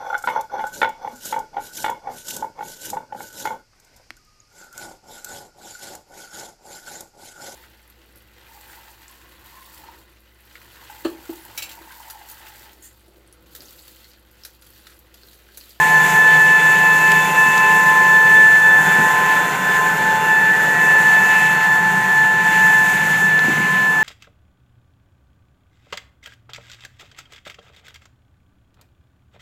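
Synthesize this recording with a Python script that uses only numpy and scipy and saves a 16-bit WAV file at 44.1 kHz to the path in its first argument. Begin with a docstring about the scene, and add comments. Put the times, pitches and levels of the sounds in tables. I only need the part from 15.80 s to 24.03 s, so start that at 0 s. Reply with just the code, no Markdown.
"""Tractor and planter in a dry field

Heard from a vehicle creeping alongside, the planter's fan drive sings at the 11th and 13th multiples
of its shaft speed and at their harmonics, swelling and fading as the sound paths shift. Under it lie
the tractor's roar, the rush of seed air and the hum of the cab, with a few ticks and bumps."""
import sys
import numpy as np
from scipy import signal
from scipy.fft import rfft, irfft, next_fast_len
from scipy.io import wavfile

SR = 44100
rng = np.random.default_rng(int(sys.argv[2]) if len(sys.argv) > 2 else 0)


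def file_out(sig):
    """Save sig as 16-bit WAV at sys.argv[1]."""
    # one column per channel
    cols = np.atleast_2d(sig).T
    # limit, then scale
    lim = np.clip(cols, -1, 1)
    pcm = np.round(lim * 32767).astype(np.int16)
    wavfile.write(sys.argv[1], SR, pcm)


N = 362943
TIME = np.arange(N) / SR


def from_db(db):
    """Amplitude grows tenfold for every 20 dB."""
    return 10 ** (np.asarray(db) / 20)


def rms_one(x):
    """Normalisation to unit rms."""
    return x / np.sqrt(np.mean(x ** 2) + 1e-20)


def in_time(rows):
    """Linear interpolation of each column against the times in the first."""
    times, *columns = np.transpose(rows)
    return [np.interp(TIME, times, column) for column in columns]


def ramp(start_s, length_s):
    """A linear transition from 0 to 1, then held."""
    return np.clip((TIME - start_s) / length_s, 0, 1)


def band(x, low_hz, high_hz):
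    """A causal Butterworth band-pass."""
    sos = signal.butter(2, [low_hz, min(high_hz, .45 * SR)], "band", fs=SR, output="sos")
    return signal.sosfilt(sos, x + 1e-18)


def drift(rate_hz):
    """Low-passed noise: a slow random fluctuation of unit rms."""
    step, settling = 40, 2000
    pole = np.exp(-2 * np.pi * rate_hz * step / SR)
    white = rng.standard_normal(N // step + settling + 2)
    slow = signal.lfilter([1], [1, -2 * pole, pole * pole], white)[settling:]
    return np.interp(np.arange(N) / step, np.arange(len(slow)), rms_one(slow))


def coloured(spectrum, flicker_db):
    """Spectrally shaped noise of unit rms, its level flickering at random."""
    hz, db = np.transpose(spectrum)
    size = next_fast_len(N)
    bins_hz = np.maximum(np.fft.rfftfreq(size, 1 / SR), 1)
    gain = from_db(np.interp(np.log(bins_hz), np.log(hz), db, right=-120))
    noise = irfft(rfft(rng.standard_normal(size)) * gain, size)[:N]
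    return rms_one(noise * from_db(flicker_db * drift(8.8)))


def tone(phase, scatter, rate_hz):
    """Interference: a direct wave flutters as waves scattered by ground and machinery add to it."""
    in_phase = (1 + scatter * drift(rate_hz)) * np.sin(phase)
    quadrature = scatter * drift(rate_hz) * np.cos(phase)
    return rms_one(in_phase + quadrature)


def fading(depth_db, rate_hz):
    """Multipath fading: a gain that swells and sags as the sound paths shift."""
    return rms_one(from_db(depth_db * drift(rate_hz)))


def dipping(depth_db, rate_hz):
    """Destructive interference: a gain that falls briefly when an echo cancels the direct wave."""
    return rms_one(from_db(-depth_db * drift(rate_hz) ** 2))


def screening_db(start_db=4.5, fall_db_per_s=.74):
    """Acoustic shadowing: the treble sinks as the hoppers come between fans and listener."""
    return start_db - fall_db_per_s * TIME


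# The fan shaft's speed. Each row: time in seconds, turns per second.
SHAFT_SPEED = [(0, 79.38), (.7, 79.36), (1.7, 79.5), (2.75, 79.55), (3.4, 79.45), (4, 79.52), (4.8, 79.52),
               (5.3, 79.42), (7.6, 79.42), (8.23, 79.33)]

def shaft_angle():
    """Phase is the integral of speed: the shaft's angle in radians, with a slight wobble."""
    turns_per_s, = in_time(SHAFT_SPEED)
    return 2 * np.pi * np.cumsum(turns_per_s) / SR + .006 * drift(rate_hz=5)


# The piercing whine. Each row: time in seconds, relative level in dB.
WHINE_LEVELS = [(0.0, -14), (0.07, -17), (0.13, -11.5), (0.32, -16.5), (0.39, -10.5), (1.37, -13.5),
                (1.49, -24), (1.58, -9.5), (1.67, -15), (2.63, -9.5), (2.96, -10.5), (3.05, -18),
                (3.14, -14), (3.34, -19), (3.58, -16), (3.76, -30), (3.89, -17), (4.1, -17.5), (4.17, -23),
                (4.29, -15), (4.4, -26), (4.49, -15), (5.02, -14.5), (5.2, -11), (5.8, -17), (5.94, -14),
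                (6.24, -18), (6.42, -12), (6.53, -15.5), (6.99, -12.5), (7.17, -19.5), (7.57, -14),
                (7.77, -20), (8.23, -14.5)]
# The fundamentals. Each row: time in seconds, relative levels in dB of the 11- and 13-vane rotors.
VANE_LEVELS = [(0.0, -23, -23), (0.66, -28, -28), (2.2, -23.5, -20), (2.75, -29.5, -33), (3.46, -25, -21.5),
               (3.85, -38, -31), (4.03, -28.5, -20.5), (4.17, -26.5, -34), (4.38, -21.5, -28),
               (4.81, -30, -42), (5.0, -29.5, -31), (6.81, -24.5, -32.5), (7.04, -28, -31),
               (7.43, -35, -43), (8.0, -48, -27), (8.23, -30, -36)]
# The upper tones. Each row: time in seconds, level in dB of the 11-vane rotor's third harmonic,
# level in dB of the sum tone of both rotors.
UPPER_LEVELS = [(0, -38, -31.5), (.55, -31.5, -39), (1.15, -28, -35), (1.85, -24, -48), (2.15, -37, -45),
                (2.7, -37.5, -58), (2.95, -36, -30), (3.5, -37, -32), (4.3, -52, -40), (4.55, -33, -36),
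                (4.85, -45, -27), (5.05, -31, -30), (5.25, -37.5, -29), (5.6, -27.5, -32), (6.1, -48, -34),
                (6.8, -38, -38), (8.23, -44, -56)]

def fan_rotors(angle):
    """Vane-passing tones: two rotors on one shaft pulse the air once for each passing vane."""
    whine_db, = in_time(WHINE_LEVELS)
    eleven_db, thirteen_db = in_time(VANE_LEVELS)
    third_db, sum_db = in_time(UPPER_LEVELS)
    fourth_db = -38.5 - 1.07 * TIME  # sinks as the planter pulls ahead
    eleven, thirteen = 11 * angle, 13 * angle
    whine_gain = from_db(whine_db + .75) * dipping(depth_db=.85, rate_hz=5.9)
    out = whine_gain * tone(2 * eleven, scatter=.11, rate_hz=23)
    out += from_db(eleven_db + 2.5) * tone(eleven, scatter=.17, rate_hz=11)
    out += from_db(thirteen_db + 2) * tone(thirteen, scatter=.096, rate_hz=16)
    out += from_db(third_db) * tone(3 * eleven, scatter=.2, rate_hz=11.5)
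    for phase, db in (4 * eleven, fourth_db), (eleven + thirteen, sum_db):
        out += from_db(db) * fading(depth_db=3.34, rate_hz=12) * tone(phase, scatter=.49, rate_hz=30)
    return out


# The drive's faint overtones. Each row: multiple of the shaft speed, relative level in dB.
SHAFT_ORDERS = [(26, -38.5), (27, -50), (35, -42), (39, -45.5), (46, -56), (49, -62), (52, -55), (55, -52),
                (65, -60), (66, -56), (77, -50.5), (88, -51), (91, -56), (104, -47.5), (117, -58),
                (130, -63), (143, -55.5), (156, -51), (169, -55), (182, -51)]

def fan_overtones(angle):
    """Harmonics of the rotation: the shorter the wave, the faster it sinks into the hoppers' shadow."""
    out = np.zeros(N)
    for order, db in SHAFT_ORDERS:
        wave = fading(depth_db=3, rate_hz=3) * tone(order * angle, scatter=.4, rate_hz=12)
        out += from_db(db - 3.5 + screening_db() * order / 180) * wave  # order 180 is near 14 kHz
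    return out


# The rasp's spectral envelope. Each row: frequency in Hz, level in dB of a line there.
RASP_SPECTRUM = [(900, -42.5), (1200, -53.5), (2200, -61), (3000, -55.5), (3800, -60), (4800, -68.5),
                 (6000, -62.5), (7200, -60.5), (8500, -72)]

def shaft_rasp(angle, size=4096, uneven_db=1.5):
    """Periodicity gives a line spectrum: the same faint rasp repeats on every turn of the shaft."""
    hz, db = np.transpose(RASP_SPECTRUM)
    orders = np.arange(1, size // 2)
    line_db = np.interp(orders * SHAFT_SPEED[0][1], hz, db, left=-120, right=-120)
    line_db += uneven_db * rng.standard_normal(len(orders))
    lines = from_db(line_db) * np.exp(2j * np.pi * rng.random(len(orders)))
    one_turn = irfft(np.append(0, lines), size) * size / np.sqrt(2)
    rasp = np.interp(angle / (2 * np.pi), np.arange(size) / size, one_turn, period=1)
    return rasp * fading(depth_db=2.5, rate_hz=3.3)


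# The machinery's noise. Each row: time in seconds, tractor level in dB, duct level in dB.
MACHINERY_LEVELS = [(0, -26, -31), (.8, -27, -35), (2.5, -28, -32.5), (3.3, -24.5, -30), (3.7, -26, -39),
                    (4.4, -28, -38.5), (5.45, -25, -30), (6.25, -28.5, -33), (7.2, -29, -28),
                    (7.8, -29, -37), (8.23, -28, -43)]
# Spectra of the tractor and the ducts. Each row: frequency in Hz, relative spectral density in dB.
ROAR_SPECTRUM = [(400, -66), (640, -12.5), (710, -0.5), (800, 0), (900, 1.5), (1010, -1.5), (1090, -9),
                 (1210, -7.5), (1340, 0), (1450, -6.5), (1800, -8), (3000, -67)]
DUCT_SPECTRUM = [(1100, -31), (1420, -5), (1520, 3.5), (1600, -2), (1690, 6.5), (1850, -4.5), (2100, -13.5),
                 (3200, -64)]

def machinery():
    """Incoherent sources: the tractor's roar and the noise of the air ducts add in power."""
    roar_db, duct_db = in_time(MACHINERY_LEVELS)
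    roar = from_db(roar_db) * coloured(ROAR_SPECTRUM, flicker_db=.8)
    ducts = from_db(duct_db) * coloured(DUCT_SPECTRUM, flicker_db=.7)
    return roar + ducts


# The strength of the seed air. Each row: time in seconds, relative level in dB.
AIR_LEVELS = [(0.05, -31.5), (0.16, -33.5), (0.3, -28.5), (0.41, -34), (1.52, -32), (2.93, -36),
              (3.07, -32), (3.86, -36), (3.95, -34.5), (4.27, -38), (5.59, -33), (5.88, -37), (6.59, -38),
              (6.81, -33), (7.93, -37.5), (8.2, -38.5)]
# Spectra of its rush and hiss. Each row: frequency in Hz, relative spectral density in dB.
RUSH_SPECTRUM = [(1200, -33), (1800, -2.5), (2050, 3.5), (2350, 2), (2650, -3.5), (2900, -2.5),
                 (3150, -6.5), (3450, -10), (4000, -12.5), (4800, -18), (8000, -44)]
HISS_SPECTRUM = [(3000, -15), (4800, -12.5), (5600, -8), (6200, -3.5), (6700, -0.5), (7100, 2.5),
                 (8000, -4.5), (8800, -13.5), (10100, -6), (11000, -10), (12300, -6.5), (14000, -8.5),
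                 (15300, -11)]

def seed_air():
    """Flow noise: air rushes through the hoses and hisses out at the rows."""
    air_db, = in_time(AIR_LEVELS)
    swing_db = air_db - air_db.mean()
    rush_db = air_db.mean() + 4.5 + .73 * swing_db
    rush = from_db(rush_db) * coloured(RUSH_SPECTRUM, flicker_db=1.6)
    hiss = from_db(air_db + .13) * coloured(HISS_SPECTRUM, flicker_db=.88)
    # the top of the hiss is lightly screened and wavers on its own
    top = signal.sosfiltfilt(signal.butter(2, 11500, "high", fs=SR, output="sos"), hiss)
    top_gain = from_db(.11 * screening_db() + .7 * drift(rate_hz=2.7))
    return rush + hiss + (top_gain - 1) * top


def hollow_duct(centre_hz=1536, width_hz=103, away_db=-37, facing_db=-28):
    """Resonance and directivity: one duct rings hollowly, louder while its mouth points this way."""
    facing = ramp(start_s=2.54, length_s=.42) - ramp(start_s=4.78, length_s=.42)
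    ringing = band(rng.standard_normal(N), centre_hz - width_hz / 2, centre_hz + width_hz / 2)
    return from_db(away_db + (facing_db - away_db) * facing) * rms_one(ringing)


# Spectra of the cab's boom and the tyres. Each row: frequency in Hz, relative spectral density in dB.
BOOM_SPECTRUM = [(25, -45), (50, -42), (70, -29), (100, -19), (125, -5.5), (150, -2), (187, 3), (215, -7),
                 (250, -13), (400, -13), (900, -60)]
TYRE_SPECTRUM = [(150, -29), (250, -8), (300, -2.5), (350, -6.5), (410, 5), (450, -1), (490, 2), (560, 0),
                 (630, -3.5), (900, -54), (2000, -60)]

def cab(engine_hz=158):
    """Cavity resonance: the small cabin booms along with the engine's note and the rolling tyres."""
    hum_db = -32.5 - 6 * ramp(start_s=1.4, length_s=.25)
    hum_gain = from_db(hum_db) * fading(depth_db=2.2, rate_hz=4.2)
    hum = hum_gain * tone(2 * np.pi * engine_hz * TIME, scatter=.26, rate_hz=9)
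    boom = from_db(-35 + .52 * TIME) * coloured(BOOM_SPECTRUM, flicker_db=1)
    tyre_db = -32.5 - 5 * ramp(start_s=5.055, length_s=.99)
    tyres = from_db(tyre_db) * coloured(TYRE_SPECTRUM, flicker_db=.83)
    return hum + boom + tyres


# Small hard contacts. Each row: start in seconds, peak level in dB, centre in Hz, width in octaves.
CONTACTS = [(1.3190, -7.5, 4000, 2.6), (1.779, -12, 4900, 1), (4.8595, -28, 6000, 1),
            (7.5783, -24, 8000, 1.2), (7.592, -11, 1000, 1.9)]

def ticks(decay_s=.0009):
    """Impulsive excitation: each brief contact makes a broad crack around its ring pitch."""
    out, age = np.zeros(N), np.arange(SR // 20) / SR
    for start_s, db, hz, octaves in CONTACTS:
        contact = rng.standard_normal(len(age)) * np.exp(-age / decay_s)
        edge_ratio = 2 ** (octaves / 2)
        crack = band(contact, hz / edge_ratio, hz * edge_ratio)
        start = round(start_s * SR)
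        out[start:start + len(age)] += from_db(db) * crack / np.abs(crack).max()
    return out


# Jolts over clods. Each row: start in seconds, relative level in dB, seconds to decay by 60 dB.
JOLTS = [(1.66, -28, .3), (3.185, -19, .3), (7.645, -23, .16), (7.683, -13.5, .2), (7.776, -20, .3)]
# The cab's panel modes. Each row: frequency in Hz, relative level in dB.
PANEL_MODES = [(165, -6), (210, 0), (235, -3.5), (320, -9.5), (430, -19)]

def bumps():
    """Damped free vibration: each jolt rings the cab's panels and leaves a short dull shudder."""
    shudder = rms_one(band(rng.standard_normal(N), low_hz=110, high_hz=332))
    out = np.zeros(N)
    for start_s, db, t60_s in JOLTS:
        age = np.maximum(TIME - start_s, 0)
        knock = sum(from_db(mode_db) * np.sin(2 * np.pi * hz * age) for hz, mode_db in PANEL_MODES)
        envelope = (TIME >= start_s) * from_db(db - 60 * age / t60_s)
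        out += envelope * (.5 * shudder + .65 * knock)
    return band(out, low_hz=135, high_hz=900)


def scene():
    """Superposition: all sources add at one microphone by the open window."""
    angle = shaft_angle()
    fan_drive = fan_rotors(angle) + fan_overtones(angle) + shaft_rasp(angle)
    return (fan_drive + machinery() + seed_air() + hollow_duct() + cab() + ticks() + bumps())[None]


def record(dry, low_hz=48, high_hz=15350):
    """Band limiting: the small microphone drops the deepest bass, and the top is cut steeply."""
    thin = signal.sosfilt(signal.butter(2, low_hz, "high", fs=SR, output="sos"), dry)
    return signal.sosfilt(signal.ellip(12, .1, 80, high_hz, fs=SR, output="sos"), thin)


dry = scene()
out = record(dry)
file_out(out)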